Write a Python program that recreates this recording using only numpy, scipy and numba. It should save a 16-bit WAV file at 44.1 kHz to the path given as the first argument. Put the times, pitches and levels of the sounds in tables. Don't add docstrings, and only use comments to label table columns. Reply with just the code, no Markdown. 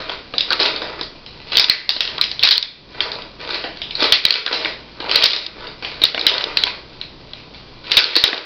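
import sys
import numpy as np
from scipy import signal
from scipy.fft import rfft, irfft
from scipy.io import wavfile
from scipy.ndimage import uniform_filter1d
from numba import njit

SR = 44100
rng = np.random.default_rng(int(sys.argv[2]) if len(sys.argv) > 2 else 0)


def store_pcm(level_fs):
    pcm = np.round(np.clip(level_fs, -1, 1) * 32767).astype(np.int16)
    wavfile.write(sys.argv[1], SR, np.atleast_2d(pcm).T)


def rack_gain(trim_db):
    fader = np.asarray(trim_db, float)
    return 10 ** (fader / 20)


N = 372644

# f/Hz, level/dB
RINK_MODES = [(330, -0.5), (470, 3.5), (630, 0), (750, -9.5), (950, -2), (1250, -0.5), (1500, 3.5),
              (2000, 3), (2400, 7), (2800, 5.5), (3200, 5.5), (3600, 6), (3920, 9), (4250, 7.5),
              (4550, 7.5), (4900, 8), (5300, -3), (5800, -9), (6400, 1)]
# t/s, length/s, treble chatter/dB, hollow rumble/dB
STROKES = [(0, 0.014, -36.5, -27), (0.097, 0.038, -43, -33), (0.509, 0.011, -32.5, -24),
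           (0.61, 0.041, -28.5, -23), (0.737, 0.25, -49, -36), (1.388, 0.12, -48.5, -46),
           (1.529, 0.23, -33, -33.5), (1.892, 0.27, -46, -39), (2.434, 0.17, -37.5, -36.5),
           (2.974, 0.21, -48, -33), (3.411, 0.16, -45.5, -36.5), (3.506, 0.06, -36, -32.5),
           (3.85, 0.18, -64.5, -47), (4.009, 0.041, -30.5, -25), (4.264, 0.11, -25, -28.5),
           (4.46, 0.19, -35, -29), (4.998, 0.17, -46, -31), (5.119, 0.1, -28, -29),
           (5.253, 0.065, -24, -40.5), (5.325, 0.052, -33, -29), (5.585, 0.085, -48, -34),
           (5.858, 0.57, -46.5, -41.5), (6.268, 0.21, -39, -28.5), (6.557, 0.14, -44.5, -36.5),
           (7.857, 0.04, -53.5, -68), (7.88, 0.069, -37, -35), (7.968, 0.28, -28.5, -29),
           (8.238, 0.13, -27.5, -20)]
# f/Hz, level/dB
AIR_SPECTRUM = [(8.8, -45), (15, -4), (49, -16), (187, -14.5), (340, -14.5), (795, -22.5), (971, -20.5),
                (1770, -33.5), (3930, -25.5), (4920, -25), (5860, -27.5), (7620, -52), (12900, -120)]
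# f/Hz, rms level/dB
HUM_TONES = [(55.7, -51.5), (118, -55.5), (151, -56.5)]
# f/Hz, t60/s, level/dB
ROOM_BANDS = [(300, 0.66, -15.5), (1296, 0.43, -7), (3800, 0.37, -2.5)]
# t/s, peak level/dB, brightest ring f/Hz, hollow knock re bright rings/dB, level to walls/dB
CLACKS = [(0.0945, -10, 3390, -17.5, -0.5), (0.3372, -13, 3160, -4.5, 7), (0.381, 1, 4800, -53, -3.5),
          (0.407, 0, 3910, -50, -3), (0.5046, -1.5, 4400, -29.5, 2.5), (0.5232, -4, 4350, -42, -13),
          (0.53, 1, 3550, -23.5, -24), (0.5986, -3, 4380, -14, 9.5), (0.603, -11, 4620, -27, -6),
          (0.6242, -5, 4400, -39, -12), (0.63, -3, 4530, -29, -16), (0.643, -9.5, 4300, -22, -11),
          (0.6585, -1.5, 4170, -21, -15), (0.7607, -9, 3920, -25, 3), (0.818, -11.5, 3530, -7.5, 9),
          (1.011, -6.5, 4700, -15.5, -2), (1.0315, -14.5, 4630, -35, -0.5),
          (1.262, -19.5, 4600, -30.5, 2.5), (1.519, -9.5, 3980, -14, 5.5), (1.5536, -2, 3650, -29.5, -11.5),
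          (1.5698, 12, 4150, -46.5, -7), (1.5788, 1.5, 3870, -49, -14), (1.5845, 5.5, 4350, -55.5, -18),
          (1.596, 10.5, 4770, -45.5, -2), (1.642, 4.5, 4070, -47, -18), (1.664, -13.5, 4400, -20, -9),
          (1.697, 18.5, 4480, -44, -6.5), (1.8916, 11, 5050, -32, -4), (1.904, 2.5, 4200, -56, -21),
          (1.964, -3.5, 3600, -17.5, -2), (2.006, 8.5, 4030, -30, 0.5), (2.051, -7, 4250, -22.5, -15.5),
          (2.0755, -6, 3100, -20.5, 0.5), (2.1806, -9.5, 4280, -32, -24), (2.2123, 6.5, 4120, -54.5, 0.5),
          (2.239, -4, 3440, -47, -6.5), (2.314, -9, 4150, -30, -2), (2.3933, -5.5, 4250, -37.5, 2),
          (2.4274, -4.5, 3430, -43.5, 0), (2.4332, 3, 5400, -28.5, 4.5), (2.4512, 1.5, 4130, -36.5, 1.5),
          (2.474, 4, 3930, -49, -21), (2.488, 6, 3960, -28, -11.5), (2.5085, 6.5, 4050, -46.5, 8.5),
          (2.5563, -0.5, 3400, -25.5, -11), (2.579, 13, 4230, -51, -13.5), (2.626, 6, 4520, -48, -12),
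          (2.628, -1, 4200, -33, 3.5), (3.0048, -1, 3090, -45, -0.5), (3.1166, -10, 4230, -34, 1),
          (3.154, -17, 4230, -37, -2), (3.2195, -18, 3900, -25, 1), (3.4493, -19, 3140, -13, -15),
          (3.5057, -8.5, 3610, -24, 0), (3.5438, -10, 3600, -16, 10.5), (3.553, -21.5, 3750, -3, -1.5),
          (3.6387, -14, 3170, -6.5, 12), (3.8166, -8.5, 3900, -26.5, 2), (3.9077, -11, 3400, -28.5, 4.5),
          (3.952, -8, 3900, -24, 8.5), (4.003, -8.5, 4110, -46, 14), (4.022, -4, 3340, -15, -4),
          (4.029, -0.5, 3820, -30, -18.5), (4.041, 0, 3730, -28.5, -4.5), (4.122, 19.5, 3770, -68, -8.5),
          (4.2514, 21.5, 3750, -40, -18), (4.2642, 3, 3310, -46, -22), (4.306, 11.5, 3840, -43.5, -8),
          (4.324, 5, 4100, -46, -17), (4.3393, 6.5, 4130, -32, -12.5), (4.463, 8, 3660, -21, -5.5),
          (4.477, -3.5, 3050, -27, -21), (4.528, 0, 4470, -14.5, 10), (4.6468, -3.5, 1890, -26, -9.5),
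          (4.656, -1.5, 1990, -17, 3), (5.0017, -12, 3360, -13.5, 3), (5.094, -14, 3230, -29.5, -2.5),
          (5.1131, 2.5, 3700, -22, -4.5), (5.1212, -4.5, 3910, -34, -4.5), (5.157, 4.5, 4260, -33, -1.5),
          (5.2225, 0.5, 3540, -38, 3.5), (5.235, 3, 3830, -16, -1), (5.2392, 13, 5030, -42, -2),
          (5.2573, 8.5, 4020, -25.5, -4), (5.263, 0, 4770, -41, -15), (5.306, 2, 4300, -34, -5),
          (5.316, -5.5, 3500, -43, -4.5), (5.332, 1, 3800, -43, 0.5), (5.3428, -11, 4240, -27, -25),
          (5.362, 1.5, 4200, -29.5, 1.5), (5.4634, -5.5, 4940, -38, -28), (5.6683, -20.5, 3300, -23, 9),
          (5.8234, -18.5, 3450, -12.5, 13), (5.847, -10.5, 3060, -19.5, 4.5), (6.0169, -2, 3600, -17, 4.5),
          (6.037, 17, 4100, -24.5, -7), (6.052, 3, 3830, -30.5, -4), (6.145, -4, 3630, -9, 3.5),
          (6.177, -3, 2240, -20, -1), (6.1936, -4, 4100, -19, -2), (6.211, -4, 3930, -32, -20.5),
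          (6.266, 14.5, 3740, -42, -4), (6.2947, -2.5, 3820, -42, -24.5), (6.339, -6.5, 3500, -23, 6),
          (6.38, -1, 3720, -37, -17), (6.408, -6.5, 3700, -24, 3), (6.4399, 2, 4080, -23, -18.5),
          (6.5706, 3, 3660, -37.5, -4.5), (6.636, 5, 3700, -23.5, -7.5), (6.6756, -10.5, 3400, -11, -5),
          (7.013, -11, 3600, -31, 1.5), (7.3332, -15, 4180, -18, -4), (7.9095, -13, 3500, -24, -23),
          (7.9165, 4, 3560, -61, -1.5), (7.9206, -2.5, 3670, -40, -7.5), (7.9413, -9, 3700, -34, -21),
          (7.95, -11.5, 3300, -35, -20.5), (7.969, 15, 3670, -46.5, -14), (7.9755, 11.5, 3950, -30.5, -0.5),
          (7.981, -1, 3080, -25.5, -25.5), (7.9892, 2.5, 4120, -36.5, -2.5), (8.0068, -4.5, 4500, -32, -9),
          (8.0413, 6, 4550, -49, -5.5), (8.154, 7, 4120, -26.5, 4), (8.164, 17, 3770, -19, -8.5),
          (8.2385, 32.5, 3900, -26, -11.5), (8.278, 8, 3660, -35, -22), (8.3292, 8, 2200, -12, -5),
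          (8.343, 1, 3890, -5, -4), (8.3777, 1.5, 3700, -28, -26)]
# t/s, fade t60/s, f/Hz, level/dB
DRAGS = [(0.504, 0.16, 1400, -15.5), (1.705, 0.46, 2010, -15), (2.178, .25, 1190, -27),
         (2.47, 0.13, 1504, -19), (4.462, 0.16, 1510, -14), (7.994, 0.62, 1390, -22)]

HOLLOW_HZ, HARD_HZ = 1100, 2900
RING_CYCLES = 24
START_DB_S, STOP_DB_S, IDLE_DB = 399, 227, -57.5
RUB_S = 0.002
AIR_DB = -41.5
SPOTS, BOUNCES = 4, 10
BOUNCE_S, BOUNCE_DB, BOUNCE_SPREAD_DB = 0.0011, -7, 3
CONTACT_S, SOFTER = 0.0004, 0.3
EVENED, WALL_RING_S = 0.4, 0.008
BASS_HZ, TOP_HZ, SKIRT_HZ = 293, 5020, 6700
RISE_DB_S, FALL_DB_S, LAG_S = 47.5, 2204.5, 0.07
LEAN, LEAN_MOST, LEAN_S = 0.92, 0.67, 0.00017


def unit(x):
    return x / np.sqrt(np.mean(x ** 2))


def colour(x, points):
    hz, db = np.transpose(points)
    f = np.arange(len(x) // 2 + 1) * SR / len(x) + 1
    return irfft(rfft(x) * rack_gain(np.interp(np.log(f), np.log(hz), db)), len(x))


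def ring(x, hz, t60_s):
    r = np.exp(-np.log(1000) / (t60_s * SR))
    return signal.lfilter([1, 0, -1], [1, -2 * r * np.cos(2 * np.pi * hz / SR), r * r], x)


def hollowness(hz):
    return np.interp(np.log(hz), np.log([HOLLOW_HZ, HARD_HZ]), [1, 0])


def strokes():
    t = np.arange(0, N, 64) / SR
    power = np.full((2, len(t)), rack_gain(2 * IDLE_DB))
    for start_s, length_s, *levels_db in STROKES:
        swell_db = START_DB_S * (t - start_s)
        decay_db = STOP_DB_S * (start_s + length_s - t)
        shape_db = np.minimum(0, np.minimum(swell_db, decay_db))
        power = power + rack_gain(2 * np.add.outer(levels_db, shape_db))
    return [np.interp(np.arange(N) / SR, t, 10 * np.log10(p)) for p in power]


def slide(per_s=260.0, spread_db=4.0, smooth_db=-13.0, grip_db=3.0, mellow_db=10.5, most=1.7, longest_s=0.017):
    chatter_db, rumble_db = strokes()
    knocks = (rng.random(N) < per_s / SR) * rack_gain(spread_db * np.minimum(rng.exponential(1, N), most))
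    rubs = np.convolve(knocks, np.hanning(int(RUB_S * SR)), "same")
    out = 0
    for hz, db in RINK_MODES:
        hollow = hollowness(hz)
        chatter = unit(rubs * rng.standard_normal(N))
        scrape = rack_gain(smooth_db + mellow_db * hollow) * rng.standard_normal(N)
        level_db = chatter_db + (rumble_db - chatter_db) * hollow
        mode = unit(ring(chatter + scrape, hz, min(RING_CYCLES / hz, longest_s)))
        out = out + rack_gain(db + level_db) * mode
    grip = uniform_filter1d(np.repeat(rng.standard_normal(N // 900 + 1), 900), 300)[:N]
    return out * rack_gain(grip_db * grip) / np.sqrt(len(RINK_MODES) / 2)


def room(x, first_s=0.0011):
    t = np.arange(SR // 2) / SR
    tail = 0
    for hz, t60_s, db in ROOM_BANDS:
        shape = [(hz / 4, -30), (hz / 2, -3), (hz, 0), (hz * 2, -3), (hz * 4, -30)]
        band = colour(rng.standard_normal(len(t)), shape)
        band = band * rack_gain(-60 * t / t60_s) * (1 - np.exp(-(t / first_s) ** 2))
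        tail = tail + rack_gain(db) * band / np.sqrt(np.sum(band ** 2))
    return signal.fftconvolve(x, tail)[:N]


def air():
    t = np.arange(N) / SR
    hum = sum(rack_gain(db) * np.sqrt(2) * np.sin(2 * np.pi * hz * t) for hz, db in HUM_TONES)
    return rack_gain(AIR_DB) * unit(colour(rng.standard_normal(N), AIR_SPECTRUM)) + hum


def clacks(spot_db=3.5, focus_db=16.0, focus_oct=0.48, detune=0.038, longest_s=0.034):
    direct, spread = np.zeros(N + 4096), np.zeros((SPOTS, N + 4096))
    hz, db = np.transpose(RINK_MODES)
    hollow = hollowness(hz)
    t = np.arange(2048) / SR
    chance = rng.standard_normal((len(CLACKS), 3, len(hz)))
    for n, (clack, (spot, tune, late)) in enumerate(zip(CLACKS, chance)):
        start_s, peak_db, bright_hz, knock_db, wall_db = clack
        focus = focus_db * (np.exp(-(np.log2(hz / bright_hz) / focus_oct) ** 2) - 1)
        gain = rack_gain(db + focus + (knock_db - focus) * hollow)
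        swings = np.outer(hz * (1 + detune * tune), t)
        modes = np.sin(2 * np.pi * swings) * rack_gain(-60 * np.maximum(swings / RING_CYCLES, t / longest_s))
        modes = modes * (1 - np.exp(-(t / CONTACT_S * rack_gain(SOFTER * peak_db)) ** 2))
        blow = np.zeros(2048)
        blow[0] = 1
        for k in range(BOUNCES):
            i = min(int(BOUNCE_S * SR * (k + 1 + np.abs(late[k]) / 2)), 2047)
            bounce_db = min(BOUNCE_DB * (k + 1) + BOUNCE_SPREAD_DB * spot[k], 0)
            blow[i] = np.sign(late[k]) * rack_gain(bounce_db)
        near = np.convolve(blow, gain * rack_gain(spot_db * spot) @ modes)
        size, start = rack_gain(peak_db) / np.max(np.abs(near)), int(start_s * SR)
        direct[start:start + len(near)] += size * near
        wall_gain = gain * rack_gain(-EVENED * focus * (1.5 - hollow))
        wall = wall_gain @ modes * rack_gain(-60 * t / WALL_RING_S)
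        spread[n % SPOTS, start:start + len(t)] += rack_gain(wall_db) * size * np.linalg.norm(blow) * wall
    return direct[:N], spread[:, :N]


def drags(grain_s=0.005, catch_db=1.5):
    t, out = np.arange(N) / SR, 0
    for start_s, t60_s, hz, db in DRAGS:
        catch = np.repeat(rng.standard_normal(N // 200 + 1), 200)[:N]
        rub = rng.standard_normal(N) * rack_gain(catch_db * catch)
        fade = np.clip((t - start_s) / 0.0027, 0, 1) * rack_gain(-60 * np.maximum(t - start_s, 0) / t60_s)
        out = out + rack_gain(db) * fade * unit(ring(ring(rub, hz, grain_s), hz, grain_s / 2))
    return out


def scene():
    direct, spread = clacks()
    rods = slide()
    echoes = sum(room(part) for part in [*spread, rack_gain(-2.5) * rods])
    game = direct + rods + drags() + echoes
    game = signal.sosfilt(signal.butter(2, BASS_HZ, "high", fs=SR, output="sos"), game)
    return (game + air())[None]


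@njit
def automatic_gain(x, rise, fall, lag, ceiling):
    y, db, power = np.empty(len(x)), 0., 0.
    for i in range(len(x)):
        y[i] = x[i] * 10 ** (db / 20)
        power += (min(y[i] ** 2, ceiling ** 2) - power) * lag
        db = min(db + rise - fall * power, 0.)
    return y


def lean(x, ceiling):
    overload = np.clip(np.abs(x) - ceiling, 0, LEAN_MOST)
    return x + LEAN * uniform_filter1d(overload, max(int(LEAN_S * SR), 1))


def low_pass(x):
    return signal.sosfilt(signal.butter(12, 6700, fs=SR, output="sos"), x)


def record(dry):
    ceiling = 1.0
    x = signal.sosfilt(signal.butter(10, TOP_HZ, fs=SR, output="sos"), dry[0])
    x = signal.sosfilt(signal.ellip(8, 0.5, 80, SKIRT_HZ, fs=SR, output="sos"), x)
    x = automatic_gain(x, RISE_DB_S / SR, FALL_DB_S / SR, 1 / (LAG_S * SR), ceiling)
    x = lean(x, ceiling)
    mix = np.clip(x, -ceiling, ceiling)[None]
    return low_pass(mix)


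dry = scene()
out = record(dry)
store_pcm(out)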